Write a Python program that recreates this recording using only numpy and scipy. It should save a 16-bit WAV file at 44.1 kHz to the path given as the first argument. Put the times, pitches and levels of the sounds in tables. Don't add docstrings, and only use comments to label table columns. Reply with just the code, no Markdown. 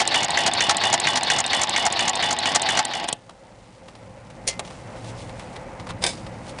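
import sys
import numpy as np
from scipy import signal
from scipy.fft import rfft, irfft
from scipy.io import wavfile
from scipy.ndimage import uniform_filter1d, map_coordinates

SR = 44100
rng = np.random.default_rng(int(sys.argv[2]) if len(sys.argv) > 2 else 0)


def materialize(psi):
    bounded = np.clip(np.atleast_2d(psi).T, -1, 1)
    quanta = np.round(bounded * 32767).astype(np.int16)
    wavfile.write(sys.argv[1], SR, quanta)


N = 291060
TIME = np.arange(N) / SR
LULL_AT_TURNS, LULL_WIDTH_TURNS = 0.559, 0.044

# start in seconds, needle knock in dB, first clack in dB,
# second clack in dB, clack gap in seconds, steel snap in dB, bed thud in dB, thread tick in dB.
STITCHES = [(-.088, -8, -2, -5, 0.014, -24, -16, -2), (.142, -8, -9, -24, 0.015, -16, -40, -13),
            (.372, -11.5, 0.5, -5.5, .012, -17.5, -12.5, -8.5), (.605, -8, 3, -2, 0.014, -24, -16.5, -7.5),
            (.836, -11, -4, -1, 0.011, -12, -12.5, -7.5), (1.069, -10.5, -3, -3.5, 0.015, -22, -18, -9),
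            (1.2996, -6, -7.5, -29, .017, -11.5, -25, -10),
            (1.5306, -10.5, -9, -6.5, 0.018, -11.5, -35, -7),
            (1.7609, -11, -12, -5, 0.011, -12.5, -16.5, -6.5), (1.991, -11, -6.5, -18, .015, -12, -20, -10),
            (2.2242, -12.5, -6.5, -13, 0.019, -15.5, -40, -11),
            (2.4553, -12, -2.5, 0, 0.0088, -10.5, -17.5, -6),
            (2.6871, -10.5, -3.5, -0.5, 0.018, -18, -15, -7.5),
            (2.9343, -19, -40, -29, 0.0092, -39, -44, -39)]
# mode in Hz, level in dB, t60 in seconds.
FRAME_MODES = [(256.5, -15, 0.16), (335.4, -18, 0.42), (680.5, -2, 0.076), (774, -3, 0.093),
               (820, -1, 0.057), (853.5, 1.5, 0.15), (957, -14, 0.079), (1023, -11, 0.16),
               (1113, -5, 0.075), (1150, -23, 0.18), (1528, -12, 0.12), (1743, -17.5, 0.39),
               (1940, -4.5, 0.059), (2880, -12, 0.046), (3253, -6, 0.05), (4420, -12, 0.046)]
# frequency in Hz, level in dB.
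HISS_SPECTRUM = [(1500, -30.5), (2600, 1.5), (4500, -1), (7000, -4), (10000, -6.5)]


def undb(db):
    return 10 ** (np.asarray(db) / 20)


def unit(x):
    return x / np.sqrt(np.mean(x ** 2) + 1e-18)


def convolve(x, response):
    return signal.oaconvolve(x, response / np.sqrt(np.sum(response ** 2)))[:len(x)]


def colour(x, spectrum, tilt_db_per_oct=0, size=4096):
    octave = np.log2(np.maximum(np.arange(size // 2 + 1) * SR / size, 1))
    hz, db = np.transpose(spectrum)
    db = np.interp(octave, np.log2(hz), db) + tilt_db_per_oct * np.clip(octave - np.log2(3000), -2, 2)
    cepstrum = irfft(np.log(undb(db)))
    cepstrum[1:size // 2] *= 2
    cepstrum[size // 2 + 1:] = 0
    return convolve(x, irfft(np.exp(rfft(cepstrum))))


def ring(x, modes):
    t = TIME[:SR // 2]
    response = np.zeros(len(t))
    for hz, db, t60_s in modes:
        envelope = undb(db) / np.sqrt(t60_s) * np.exp(-np.log(1000) * t / t60_s)
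        response += envelope * np.sin(2 * np.pi * hz * t + rng.uniform(0, 2 * np.pi))
    return convolve(x, response)


def resonance(x, hz, width_hz):
    b, a = signal.iirpeak(hz, hz / min(1.5 * width_hz, SR / 4), fs=SR)
    one_stage = signal.lfilter(b, a, signal.unit_impulse(4096))
    return convolve(x, signal.lfilter(b, a, one_stage))


def walk(rate_hz):
    step = max(int(SR / rate_hz), 1)
    stairs = np.repeat(rng.standard_normal(N // step + 1), step)
    return unit(uniform_filter1d(stairs, step)[:N])


def swells(rows):
    return sum(undb(db) * np.exp(-((TIME - mid_s) / half_s) ** 2) for mid_s, db, half_s in rows)


def chatter(spread_db, size=N, hold_samples=12):
    strength_db = spread_db * np.sqrt(3) * rng.uniform(-1, 1, size // hold_samples + 1)
    return unit(np.repeat(undb(strength_db), hold_samples)[:size] * rng.standard_normal(size))


def contacts(times_s, levels_db, rise_s, decay_s, spread_db=3):
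    out = np.zeros(N)
    blows = np.broadcast_arrays(np.atleast_1d(times_s), levels_db, rise_s, decay_s)
    for at_s, db, up_s, down_s in zip(*blows):
        first, last = max(int((at_s - 5 * up_s) * SR), 0), min(int((at_s + 6 * down_s) * SR), N)
        if last > first + 1:
            t = TIME[first:last] - at_s
            envelope = np.exp(np.minimum(t / up_s, -t / down_s))
            burst = unit(envelope * chatter(spread_db, size=len(t)))
            out[first:last] += undb(db) * np.sqrt(np.mean(envelope ** 2)) * burst
    return out


def strike(blows, spectrum, modes, ring_db, rattle_db):
    cracks, kicks = np.zeros(N), np.zeros(N)
    for at_s, db, rise_s, decay_s, tilt_db_per_oct in blows:
        force = contacts(at_s, db, rise_s, decay_s, spread_db=3.5)
        force += contacts(at_s + decay_s, db + rattle_db, rise_s, 3 * decay_s, spread_db=16)
        cracks += colour(force, spectrum, tilt_db_per_oct)
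        kicks[int(at_s * SR)] = np.sqrt(np.sum(force ** 2))
    return cracks + undb(ring_db) * ring(kicks, modes)


def workshop(fade_from_s=3.27, fade_db_per_s=7):
    # frequency in Hz, level in dB.
    drone_spectrum = [(150, -31.5), (250, -5), (280, -13), (416, -10), (462, -11), (534, 1), (574, -5.5),
                      (678, -9.5), (844, -6.5), (1050, -14.5), (1770, -19.5), (2060, -17.5), (3000, -30.5),
                      (3900, -50), (6600, -120)]
    rumble_spectrum = [(12, -50), (20, -14), (43, 0.5), (76, -3.5), (108, 1.5), (123, 5.5), (144, -3.5),
                       (177, 2.5), (239, -5), (275, -7.5), (318, -4.5), (350, -19.5), (460, -43.5),
                       (770, -120)]
    # partial in Hz, relative level in dB.
    motor_partials = [(113.2, 2), (95.5, -4.5), (178.2, -3), (520, -13.5), (707, -19.5), (1040, -14.5)]
    # middle in seconds, level in dB, half length in seconds.
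    hum_surges = [(4.08, -55, .07), (5.15, -47, 0.14), (5.93, -44.5, 0.091), (6.3, -51.5, 0.065)]
    dip_db = np.clip(13 - fade_db_per_s * (TIME - fade_from_s), 0, 13)
    drone = undb(-40.5 - dip_db + 0.93 * walk(14)) * colour(chatter(1.1), drone_spectrum)
    rumble = undb(-42 - dip_db + walk(4.09)) * colour(chatter(1), rumble_spectrum, size=16384)
    hiss = undb(-55 - 0.37 * dip_db + 0.53 * walk(25)) * colour(chatter(6), HISS_SPECTRUM)
    hum = np.zeros(N)
    for hz, db in motor_partials:
        amplitude = np.sqrt(2) * undb(db + 1.2 * walk(7))
        hum += amplitude * np.sin(2 * np.pi * np.cumsum(hz + 2.73 * walk(14)) / SR)
    return drone + rumble + hiss + (undb(-53.5 - dip_db) + swells(hum_surges)) * hum


def room(x, wet_db=-21, t60_s=0.17):
    t = TIME[:SR // 2]
    tail = rng.standard_normal(len(t)) * np.exp(-np.log(1000) * t / t60_s) * (t > 0.004)
    return x + undb(wet_db) * convolve(x, colour(tail, [(300, 7), (2500, 9), (9000, -34)]))


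def leather(faint_count=8, faint_from_s=4.2):
    # time in seconds, level in dB.
    tap_events = [(3.2955, -30), (3.8841, -32), (3.9534, -34), (4.6762, -30.5), (4.705, -30), (5.3959, -26),
                  (5.5608, -24.5), (5.7987, -27), (5.8695, -25.5), (5.8924, -23), (5.9035, -22),
                  (6.266, -28), (6.5872, -23)]
    # frequency in Hz, level in dB.
    tap_spectrum = [(200, -9), (700, -1), (1150, 2), (1600, -5), (2200, -2.5), (4000, -3), (7000, -11),
                    (10000, -10)]
    # middle in seconds, level in dB, half length in seconds.
    slide_events = [(4.72, -55, 0.16), (5.2, -50.5, 0.34), (6.17, -53, 0.047), (6.55, -52, 0.36)]
    tap_s, tap_db = np.transpose(tap_events)
    when, strength = rng.random((faint_count, 2)).T
    tap_s = np.r_[tap_s, faint_from_s + when * (TIME[-1] - faint_from_s)]
    tap_db = np.r_[tap_db, -34 + 4 * strength]
    force = contacts(tap_s, tap_db, rise_s=0.0014, decay_s=0.0085, spread_db=7)
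    taps = colour(force, tap_spectrum, tilt_db_per_oct=-2)
    slides = swells(slide_events) * undb(4.2 * walk(25)) * colour(chatter(4.8), HISS_SPECTRUM)
    return undb(-7.5) * taps + slides


def stop_latch():
    # time in seconds, level in dB, rise and decay in seconds, tilt in dB/octave.
    blows = [(3.043, -19, 0.00093, 0.0032, -2), (3.0886, -11, 0.0026, 0.0025, 2),
             (3.1277, -8.5, 0.00036, 0.0029, 5.5), (4.5945, -16.5, 0.00058, 0.0047, 0),
             (4.602, -27.5, .001, 0.0078, -9)]
    # frequency in Hz, level in dB.
    spectrum = [(100, -16), (400, -1.5), (750, 5.5), (1150, -1), (1700, -9), (2400, -5.5), (3400, 2.5),
                (4300, -6.5), (4900, -12), (6700, -7.5), (10000, -11)]
    return undb(-1.5) * strike(blows, spectrum, FRAME_MODES, ring_db=-19, rattle_db=-52)


def foot_lift():
    # time in seconds, level in dB, rise and decay in seconds, tilt in dB/octave.
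    blows = [(4.471, -33, 0.002, 0.0068, -6), (4.4768, -16, 0.00091, 0.0046, 1),
             (4.484, -18.5, 0.00085, 0.0074, 0.5), (4.498, -38, .002, 0.018, -6)]
    # frequency in Hz, level in dB.
    spectrum = [(100, -4), (300, -13), (520, 6), (900, -2.5), (1350, -18), (2000, 0.5), (4000, 1),
                (6000, 4.5), (10000, -7)]
    # mode in Hz, level in dB, t60 in seconds.
    spring_modes = [(2070, -10, 0.35), (2106, -3.5, 0.053), (3321, -10, 0.14), (4300, -8, 0.096),
                    (5850, -8, .07), (6500, -13, .04), (6900, -3, .05), (7750, -10, .04), (8870, 0, 0.028),
                    (9660, 0, 0.024)]
    return strike(blows, spectrum, spring_modes, ring_db=-3, rattle_db=-11)


def foot_drop():
    # time in seconds, level in dB, rise and decay in seconds, tilt in dB/octave.
    blows = [(6.026, -27.5, 0.0045, 0.016, -1.5), (6.0395, -9, 0.00046, 0.0029, 0.5),
             (6.05, -20.5, 0.0033, 0.0098, -4), (6.0655, -15.5, .001, 0.008, 2),
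             (6.09, -28.5, 0.011, 0.028, 2.5)]
    # frequency in Hz, level in dB.
    spectrum = [(100, -20), (350, -5.5), (680, 4.5), (1000, 0.5), (1300, -11), (2200, -1.5), (3000, -3.5),
                (3600, 0.5), (4300, -3), (5000, 2), (5700, -6), (8000, -6), (10000, -10)]
    # mode in Hz, level in dB, t60 in seconds.
    bar_modes = [(533, -6, .12), (1570, -4, .06), (2283, -4, .1), (3601, -3, .08), (4750, -5, .05),
                 (5080, -4, .05), (6320, -3, .06), (8050, -6, .05), (9275, 0, .15)]
    return strike(blows, spectrum, bar_modes, ring_db=-6.5, rattle_db=-16)


def stop_thud():
    force = contacts(3.128, -20.5, rise_s=0.00048, decay_s=0.0024)
    return colour(force, [(40, -20), (110, 0), (350, -1), (700, -2), (1200, -11), (4000, -40)])


def shaft_turns():
    start_s = np.transpose(STITCHES)[0]
    edges_s = np.r_[start_s, 2 * start_s[-1] - start_s[-2]]
    return np.interp(TIME, edges_s, np.arange(len(edges_s)))


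def past_lull():
    return (shaft_turns() % 1 - LULL_AT_TURNS) / LULL_WIDTH_TURNS


def drive_gain(brake_at_s=2.81, brake_takes_s=0.084, halt_at_s=3.115):
    braking = np.clip((TIME - brake_at_s) / brake_takes_s, 0, 1)
    halted_s = np.clip(TIME - halt_at_s, 0, 0.5)
    drive_db = 2 - 0.5 * TIME - 4.5 * braking - 754 * halted_s
    lull_db = 8.5 * np.exp(-past_lull() ** 2)
    return_db = 2 * np.clip(past_lull(), 0, 1)
    return undb(drive_db - lull_db - return_db)


def frame(force, waver_share=0.0042, waver_hz=45):
    drift_s = signal.lfilter([1 / SR], [1, -np.exp(-waver_hz / SR)], waver_share * walk(waver_hz))
    wavering = map_coordinates(ring(force, FRAME_MODES), [(TIME + drift_s) * SR], order=1, mode="nearest")
    clamped = np.exp(-past_lull() ** 2)
    return wavering * undb(-4.5 * clamped)


def gears(teeth=23):
    # frequency in Hz, level in dB.
    spectrum = [(35, -47), (60, -10), (231, -6.5), (468, -9), (835, 1), (949, -1.5), (1310, -13.5),
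                (1970, -7.5), (2330, -11), (2890, -8.5), (3290, -13.5), (3660, -11), (5260, -14),
                (6240, -39.5), (10000, -64), (13000, -55), (22000, -120)]
    tooth_phase = teeth * shaft_turns() % 1
    effort = drive_gain() * unit(undb(-9 * tooth_phase)) * undb(1.3 * walk(160))
    rattle = colour(effort * chatter(2.3, hold_samples=24), spectrum)
    return undb(-26.5) * rattle + undb(-29) * frame(effort * chatter(4.9))


def linkage():
    # lag in seconds, level in dB, decay in seconds, centre and width in Hz.
    joints = [(-.054, -24, 0.0067, 3030, 1500), (-.024, -22.5, 0.0033, 845, 500),
              (-.023, -23.5, 0.02, 2100, 1450), (.0015, -16.5, 0.0054, 2030, 640),
              (.002, -23, 0.0053, 3030, 400), (.003, -34.5, 0.0054, 169, 100),
              (.017, -21.5, 0.0049, 5500, 4900), (.0225, -21, 0.0041, 830, 306),
              (.034, -28, 0.012, 5900, 4970), (.063, -27.5, 0.0046, 810, 400),
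              (0.064, -24.5, 0.0063, 3540, 3060), (.078, -28.5, 0.0032, 197, 120),
              (0.142, -18.5, 0.0016, 2400, 2020)]
    # lag in seconds, level in dB, rise and decay in seconds, centre and width in Hz.
    scrapes = [(-.065, -25, 0.0022, 0.0059, 4060, 250), (-.031, -28, 0.0054, 0.032, 4440, 130),
               (-.028, -24, 0.007, .022, 3900, 730), (-.024, -28.5, 0.0087, 0.017, 3650, 200),
               (.004, -27.5, 0.0016, 0.02, 1892, 70), (.005, -27.5, .002, 0.084, 2932, 128),
               (.011, -27, .004, 0.061, 3490, 150), (.09, -31, 0.017, 0.0076, 2160, 90),
               (.143, -27.5, 0.0016, 0.014, 3620, 138)]
    start_s, knock_db, *_ = np.transpose(STITCHES)
    effort_db = 0.28 * (knock_db - knock_db[0])
    out = np.zeros(N)
    for lag_s, db, decay_s, hz, width_hz in joints:
        time_jitter, level_jitter = rng.standard_normal((len(start_s), 2)).T
        times_s = start_s + lag_s + 0.0004 * time_jitter
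        levels_db = db + effort_db + 0.75 * level_jitter
        out += resonance(contacts(times_s, levels_db, 0.0007, decay_s), hz, width_hz)
    for lag_s, db, rise_s, decay_s, hz, width_hz in scrapes:
        levels_db = db + effort_db + 0.5 * rng.standard_normal(len(start_s))
        force = contacts(start_s + lag_s, levels_db, rise_s, decay_s, spread_db=4.5)
        out += resonance(force, hz, width_hz)
    return out * drive_gain()


def take_up(lag_s=0.1645):
    # frequency in Hz, level in dB.
    spectrum = [(60, -20), (200, -8), (1500, -25), (3200, -5), (4200, -0.5), (5400, -9), (6600, 3.5),
                (8500, 4.5), (10000, -6.5)]
    start_s, *_, tick_db = np.transpose(STITCHES)
    force = contacts(start_s + lag_s, tick_db, rise_s=0.0008, decay_s=0.0021)
    return undb(-6.5) * colour(force, spectrum) + undb(-16) * frame(force)


def needle(lag_s=0.00146):
    # frequency in Hz, level in dB.
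    spectrum = [(88, -32), (150, -17), (478, -5), (825, -12.5), (1300, -20), (1550, 7.5), (1920, -3.5),
                (2330, 4), (2630, -45), (2920, -20), (3190, -12), (3550, -1), (4460, -4), (6110, 2.5),
                (10000, -14), (13000, -56), (22000, -120)]
    start_s, knock_db, *_ = np.transpose(STITCHES)
    force = contacts(start_s + lag_s, knock_db, rise_s=0.00055, decay_s=0.0057, spread_db=2)
    return undb(-7.5) * colour(force, spectrum) + undb(-18) * frame(force)


def feet(lag_s=0.105, decay_s=0.0069):
    # frequency in Hz, level in dB.
    body_spectrum = [(40, -32), (120, -20), (400, -17), (750, -0.5), (1200, -0.5), (2100, -1.5),
                     (2600, -5.5), (4200, 0), (5600, -1), (10000, -14.5)]
    snap_spectrum = [(3000, -20.5), (5500, -11), (6900, 1), (8200, -9), (10000, -15.5)]
    start_s, _, first_db, second_db, gap_s, snap_db, thud_db, _ = np.transpose(STITCHES)
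    pair_s = np.r_[start_s - gap_s, start_s] + lag_s
    body_force = contacts(pair_s, np.r_[first_db, second_db], 0.0022, decay_s, spread_db=0.5)
    snap_force = contacts(pair_s, np.r_[snap_db - 2, snap_db], 0.0017, 0.39 * decay_s, spread_db=2.5)
    thud_force = contacts(pair_s, np.r_[thud_db, thud_db], 0.0015, 1.18 * decay_s)
    body = undb(-12.5) * colour(body_force, body_spectrum)
    snap = undb(-1.5) * colour(snap_force, snap_spectrum)
    return body + snap + undb(-1) * frame(thud_force)


def scene():
    machine = gears() + linkage() + needle() + take_up() + feet() + stop_thud()
    low_cut = signal.butter(1, 62, "high", fs=SR, output="sos")
    close = signal.sosfilt(low_cut, machine) + stop_latch() + foot_lift() + foot_drop() + leather()
    return (room(close) + workshop())[None]


def record(dry):
    ceiling, top_hz = 0.8, 10200
    rounded = ceiling * np.tanh(undb(0.37) * dry / ceiling)
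    low_pass = signal.firwin(161, top_hz, window=("kaiser", 6), fs=SR)
    return signal.oaconvolve(rounded, low_pass[None], "same")


dry = scene()
out = record(dry)
materialize(out)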